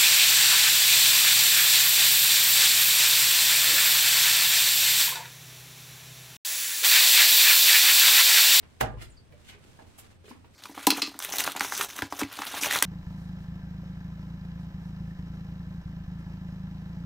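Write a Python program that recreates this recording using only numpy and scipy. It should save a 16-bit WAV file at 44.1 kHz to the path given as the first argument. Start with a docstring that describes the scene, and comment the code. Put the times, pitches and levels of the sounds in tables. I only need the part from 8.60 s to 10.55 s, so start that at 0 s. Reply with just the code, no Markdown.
"""A low hum fills a hard-walled workshop while sleeves rustle and soft bumps sound; the low rumble swells
softly now and then. A heavy log lands with one loud knock: filtered impulses crack, bark noise crunches,
and decaying sines ring as wood and boom as floor. It is then lifted and carried to a lathe: noise strokes
scuff, short unsteady tones squeak, and the log bumps softly as it is set in place."""
import sys
import numpy as np
from scipy import signal
from scipy.fft import rfft, irfft
from scipy.io import wavfile
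from scipy.ndimage import uniform_filter1d

SR = 44100
rng = np.random.default_rng(int(sys.argv[2]) if len(sys.argv) > 2 else 0)


def digitize_waveform(pressure):
    """Quantize a signal to 16-bit integers and store it at the path in sys.argv[1].

    Rows of a 2-D input are taken as channels; values are limited to [-1, 1].
    """
    field = np.atleast_2d(pressure).T
    bounded = np.clip(field, -1, 1)
    quanta = np.round(bounded * 32767).astype(np.int16)
    wavfile.write(sys.argv[1], SR, quanta)


N = 85995
T = np.arange(N) / SR


def amp(db):
    """Decibels to gain."""
    return 10 ** (np.asarray(db) / 20)


def unit(x):
    """Scales to rms 1."""
    return x / np.sqrt(np.mean(x ** 2) + 1e-20)


def read(points, hz):
    """Reads a table on a log-frequency axis."""
    f, value = np.transpose(points)
    return np.interp(np.log(hz + 1), np.log(f + 1), value)


def convolve(x, response):
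    """Convolution, channel by channel."""
    return signal.fftconvolve(np.atleast_2d(x), np.atleast_2d(response), axes=1)[:, :N]


def clicks(rows):
    """One impulse for each row of time and level."""
    out = np.zeros(N)
    for s, db in rows:
        out[round(s * SR)] += amp(db)
    return out


def smooth_noise(samples):
    """Slow random curve of rms 1: white noise under a moving average."""
    return unit(uniform_filter1d(rng.standard_normal(N), size=samples))


def noise(colour, tilt_db_per_octave=0, grain_db=0):
    """Coloured, optionally gritty stereo noise of rms 1, its sides partly alike in the bass."""
    # likeness of left and right: (frequency [Hz], correlation [0-1])
    likeness = [(30, 0.28), (100, 0.49), (250, 0.075), (600, 0.043), (2000, 0)]
    hz = np.fft.rfftfreq(N, 1 / SR)
    # grit: a random level held for 32 samples
    grit = np.repeat(rng.standard_normal((2, N // 32 + 1)), 32, axis=1)[:, :N]
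    a, b = rfft(rng.standard_normal((2, N)) * amp(grain_db * grit))
    same = np.clip(read(likeness, hz), -1, 1)
    octaves_above_1khz = np.log2(np.maximum(hz, 1000) / 1000)
    gain = amp(read(colour, hz) + tilt_db_per_octave * octaves_above_1khz)
    left_right = np.array([a, same * a + np.sqrt(1 - same ** 2) * b])
    return unit(irfft(left_right * gain, N))


def swell(peak_s, rise_s, fall_s):
    """Exponential rise to a peak, and exponential fall."""
    return np.exp(-np.maximum(peak_s - T, 0) / rise_s - np.maximum(T - peak_s, 0) / fall_s)


def struck(start_s, fall_s):
    """Cushioned linear start, and exponential fall."""
    rise_s = 0.0024
    rise = np.clip((T - start_s) / rise_s, 0, 1)
    return rise * np.exp(-np.maximum(T - start_s - rise_s, 0) / fall_s)


def ring(modes, rise_s):
    """Dying sines of a struck body, eased in."""
    out = np.zeros(N)
    for hz, db, t60_s in modes:
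        out += amp(db) * np.exp(-np.log(1000) * T / t60_s) * np.sin(2 * np.pi * hz * T)
    return out * (1 - np.exp(-T / rise_s))


def in_room(x, room_db):
    """The direct sound plus a diffuse noise tail that broadly dies sooner in the treble."""
    # room decay: (frequency [Hz], t60 [s])
    decay = [(60, 0.83), (200, 0.39), (700, 0.28), (1500, 0.29), (4000, 0.19), (8000, 0.15), (15000, 0.09)]
    first_echo_s, echo_grain_db = 0.004, 3
    echoes = noise([(1, 0), (SR, 0)], grain_db=echo_grain_db)[:, :SR]
    hz, t, z = signal.stft(echoes, SR, nperseg=256)
    fade = np.exp(-np.log(1000) * t / read(decay, hz)[:, None])
    tail = signal.istft(z * fade, SR)[1][:, :SR]
    tail = tail * (T[:SR] > first_echo_s)
    return x + amp(room_db) * convolve(x, tail / np.linalg.norm(tail[0]))


def hum():
    """A wavering low sine drone in steady machine noise."""
    # hum and air, with a faint hiss band high up: (frequency [Hz], level [dB])
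    hum_colour = [(20, -5.5), (45, -3), (65, -2.5), (85, 7), (115, -1.5), (160, -2.5), (300, -10.5),
                  (1000, -22), (3000, -28), (6500, -39), (7800, -64), (8200, -25.5), (8800, -44),
                  (14000, -50), (16000, -55)]
    noise_db, drone_hz, drone_db, waver_share = -56, 81.7, -73, 0.0356
    pitch_hz = drone_hz * (1 + waver_share * smooth_noise(3000))
    drone = np.sin(2 * np.pi * np.cumsum(pitch_hz) / SR)
    return amp(noise_db) * noise(hum_colour) + amp(drone_db) * drone


def rumble_swells():
    """The low rumble swells softly now and then: bass noise under short exponential swells."""
    # rumble swells, peaking one rise later: (time [s], level [dB])
    swells = [(.027, -53), (.485, -53), (.715, -47), (0.891, -54), (1.081, -51), (1.262, -50.5),
              (1.42, -53.5), (1.85, -49.5)]
    # rumble colour: (frequency [Hz], level [dB])
    rumble_colour = [(30, -11.5), (85, 6), (150, -10), (450, -15), (2000, -43)]
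    rise_s, fall_s = 0.0089, 0.024
    envelope = sum(amp(db) * swell(s + rise_s, rise_s, fall_s) for s, db in swells)
    return noise(rumble_colour) * envelope


def rustle():
    """Sleeves and bark against the jacket: grainy cloth noise with a random flutter in level."""
    # rustle level: (time [s], level [dB])
    rustle_level = [(0, -67), (.12, -63), (.33, -67), (.5, -64.5), (.7, -68.5), (.8, -62.5), (.98, -65),
                    (1.03, -59.5), (1.32, -62), (1.45, -57), (1.52, -59.5), (1.58, -71.5), (1.75, -64.5),
                    (1.9, -69)]
    # cloth colour: (frequency [Hz], level [dB])
    cloth = [(80, 5), (220, 13), (500, 6.5), (3500, 0), (5500, -4), (8000, -4.5), (13000, -14),
             (16000, -21)]
    flutter_db = 1.3 * smooth_noise(1100)
    level_db = np.interp(T, *np.transpose(rustle_level)) + flutter_db
    return amp(level_db) * noise(cloth, grain_db=3.0)


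def squeaks():
    """Soles and bark: short, unsteady sine whistles, some sagging in pitch."""
    # squeaks: (middle [s], half-length [s], middle pitch [Hz], pitch lost per half-length [share], level [dB])
    whistles = [(.506, 0.015, 8150, 0, -57.5), (0.523, 0.016, 7080, .01, -62),
                (0.578, 0.0144, 4650, .11, -54), (1.694, 0.0062, 4850, .06, -55.5),
                (1.709, 0.011, 5400, 0, -60.5)]
    jitter_share, room_db = 0.0191, -4
    out = np.zeros(N)
    for middle_s, half_s, hz, sag, db in whistles:
        along = np.clip((T - middle_s) / half_s, -1, 1)
        jitter = jitter_share * smooth_noise(30)
        turns = np.cumsum(hz * (1 - sag * along + jitter)) / SR
        out += amp(db) * np.cos(np.pi / 2 * along) ** 2 * np.sin(2 * np.pi * turns)
    return in_room(out, room_db)


def patchy(x):
    """Lets narrow bands flare and fade at random, as a rubbed surface catches and slips."""
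    patch_db = 3
    z = signal.stft(x, nperseg=512)[2]
    patches = rng.standard_normal(z.shape[1:])
    patches = uniform_filter1d(patches, 2, 0)  # across frequency
    patches = unit(uniform_filter1d(patches, 4, 1))  # across time
    return signal.istft(z * unit(amp(patch_db * patches)))[1][:, :N]


def scuffs():
    """Soles and bark: strokes of clumped grit that swell and fade, each with rasping resonances."""
    # strokes: (peak [s], rise [s], fall [s], level [dB], tilt above 1 kHz [dB/octave], rasp pitch [Hz])
    strokes = [(0.417, 0.014, 0.012, -41.5, -9.5, 2060), (0.422, 0.011, 0.019, -45, 1, 3030),
               (0.893, 0.025, 0.021, -48.5, -2, 2160), (0.89, 0.003, 0.016, -43.5, -4.5, 2150),
               (0.936, 0.014, 0.012, -49.5, -8, 1540), (1.389, 0.0053, 0.013, -44.5, 5.5, 7870),
               (1.66, 0.014, 0.015, -55, -2, 2530), (1.697, 0.023, 0.03, -57, 1.5, 5180),
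               (1.95, 0.016, .02, -56.5, -1, 1910)]
    # scuff colour: (frequency [Hz], level [dB])
    scuff_colour = [(200, -4), (1000, -13.5), (1600, -2.5), (2200, 1.5), (3400, 1.5), (5000, -3),
                    (8500, -3), (13000, -9), (16000, -15.5)]
    # rasp resonances: (multiple of the rasp pitch [ratio])
    rasp_ratios = [0.99, 1.38, 1.646]
    rasp_db, rasp_octaves = 7.5, 0.037
    grain_db, clump_db, room_db = 3, 2, -6
    hz, out = np.geomspace(100, 16000, 200), np.zeros((2, N))
    for peak_s, rise_s, fall_s, db, tilt, rasp_hz in strokes:
        colour = read(scuff_colour, hz)
        for ratio in rasp_ratios:
            octaves_off = np.log2(hz / (ratio * rasp_hz))
            colour = colour + rasp_db * np.exp(-(octaves_off / rasp_octaves) ** 2)
        out += amp(db) * swell(peak_s, rise_s, fall_s) * noise(np.c_[hz, colour], tilt, grain_db)
    clumps = unit(amp(clump_db * smooth_noise(200)))
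    return in_room(patchy(out * clumps), room_db)


def bumps():
    """Log and boots: each bump is a hollow knock of three close modes, and a noise tick."""
    # bumps: (time [s], knock level [dB], knock pitch [Hz], knock fall [s], tick level [dB])
    contacts = [(.027, -64, 730, 0.0086, -53), (.338, -44, 503, 0.016, -63), (.372, -47, 1032, 0.0049, -61),
                (.722, -63.5, 1960, 0.016, -58.5), (.737, -51.5, 588.5, .012, -98),
                (.948, -55, 420, 0.017, -59), (1.048, -54, 295, 0.008, -73), (1.191, -53.5, 897, 0.02, -58),
                (1.219, -51, 288, 0.0085, -72), (1.383, -55.5, 783, 0.0072, -53.5),
                (1.641, -52, 429, 0.027, -59), (1.679, -48.5, 434.6, 0.023, -52.5),
                (1.707, -42, 256.4, .014, -54.5), (1.7121, -39, 1050, 0.002, -68),
                (1.843, -51, 955, 0.0054, -58)]
    # tick colour: (frequency [Hz], level [dB])
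    tick_colour = [(200, 8), (2500, 6.5), (5000, -6.5), (15000, -58)]
    tick_fall_s, mode_spread, room_db = 0.022, 0.165, -8
    tick, out = noise(tick_colour), np.zeros((2, N))
    for s, knock_db, hz, fall_s, tick_db in contacts:
        phase = 2 * np.pi * hz * (T - s)
        knock = np.sin(phase)
        knock += .5 * np.sin(phase * (1 + mode_spread))
        knock -= .5 * np.sin(phase * (1 - mode_spread))
        out += amp(tick_db) * struck(s, tick_fall_s) * tick
        out += amp(knock_db) * struck(s, fall_s) * knock
    return in_room(out, room_db)


def floor_boom():
    """The floor answers the landing and the rocking with low modes."""
    # landing and rocking: (time [s], level [dB])
    thumps = [(.211, -3), (.226, 3.5), (.305, -5.5), (.328, -5), (.364, -7)]
    # floor modes: (frequency [Hz], level [dB], t60 [s])
    floor_modes = [(33, -42, 0.53), (52.7, -35, 0.29), (62.8, -37, 0.22), (112.75, -35, 0.25),
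                   (119, -31.5, 0.12), (222.6, -39.5, 0.13), (366.4, -43, 0.12)]
    boom = convolve(clicks(thumps), ring(floor_modes, rise_s=0.0067))
    return in_room(boom, room_db=-12)


def bark_crunch():
    """Bark at the rim is crushed as the weight arrives: one short swell of gritty noise."""
    # crushed bark colour: (frequency [Hz], level [dB])
    bark = [(200, 5), (1000, 1.5), (2500, 6), (5000, -7), (12000, -6.5), (16000, -11.5)]
    crush = amp(-22) * swell(peak_s=.2098, rise_s=.0022, fall_s=0.0051)
    return in_room(crush * noise(bark, grain_db=1.5), room_db=-8.5)


def from_right(x, left_db):
    """Places a sound on the right: the left channel is late and weaker."""
    left_late_s = 0.000679
    return np.array([amp(left_db) * np.interp(T - left_late_s, T, x), x])


def log_knock():
    """Quick contacts crack against the floor as minimum-phase pulses, and the log's modes ring."""
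    # contacts of the log's end as it lands: (time [s], level [dB])
    blows = [(.2098, -26), (.2111, -28), (.2124, 0.5), (.2171, -23), (.2215, -18.5)]
    # hard contact spectrum: (frequency [Hz], level [dB])
    crack_colour = [(60, -19.5), (230, 4), (420, -4.5), (750, 5.5), (1200, -3), (1700, -7), (2400, -11),
                    (4000, -14.5), (8000, -16.5), (16000, -18)]
    # landing, then a light double bump as it is carried: (time [s], level [dB])
    knocks = [(.2112, 0.5), (1.19, -27.5), (1.207, -36.5)]
    # log modes: (frequency [Hz], level [dB], t60 [s])
    log_modes = [(479, -26, 0.089), (638, -23, 0.11), (729, -35, 0.089), (773, -32.5, 0.13),
                 (790, -12, 0.025), (852, -48, 0.13), (992, -40, 0.37), (1190, -40.5, 0.26),
                 (1323, -37, 0.16), (1445, -37.5, 0.18), (1594, -37, 0.091), (1644, -19.5, 0.027),
                 (2275, -55, 0.081), (2822, -34, 0.036)]
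    crack_db = 8.5
    log_gain = np.log(amp(read(crack_colour, abs(np.fft.fftfreq(4096, 1 / SR)))))
    spectrum = np.exp(np.conj(signal.hilbert(log_gain)))  # minimum phase
    pulse = np.fft.ifft(spectrum).real
    crack = amp(crack_db) * convolve(clicks(blows), pulse)[0]
    wood = convolve(clicks(knocks), ring(log_modes, rise_s=0.00029))[0]
    crack_in_room = in_room(from_right(crack, left_db=-1.5), room_db=-1)
    wood_in_room = in_room(from_right(wood, left_db=-3.5), room_db=-8.5)
    return crack_in_room + wood_in_room


def scene():
    """Everything together, a little stronger on the right."""
    left_db = -1.19
    mix = hum() + rumble_swells() + rustle() + squeaks() + scuffs() + bumps()
    mix = mix + floor_boom() + bark_crunch() + log_knock()
    return mix * amp([[left_db], [0]])


def record(dry):
    """The recorder's steep band limit: a linear-phase low-pass."""
    edge_hz = 16200
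    lowpass = signal.firwin(511, edge_hz, window=("kaiser", 9), fs=SR)
    return signal.oaconvolve(dry, lowpass[None], "same")


dry = scene()
out = record(dry)
digitize_waveform(out)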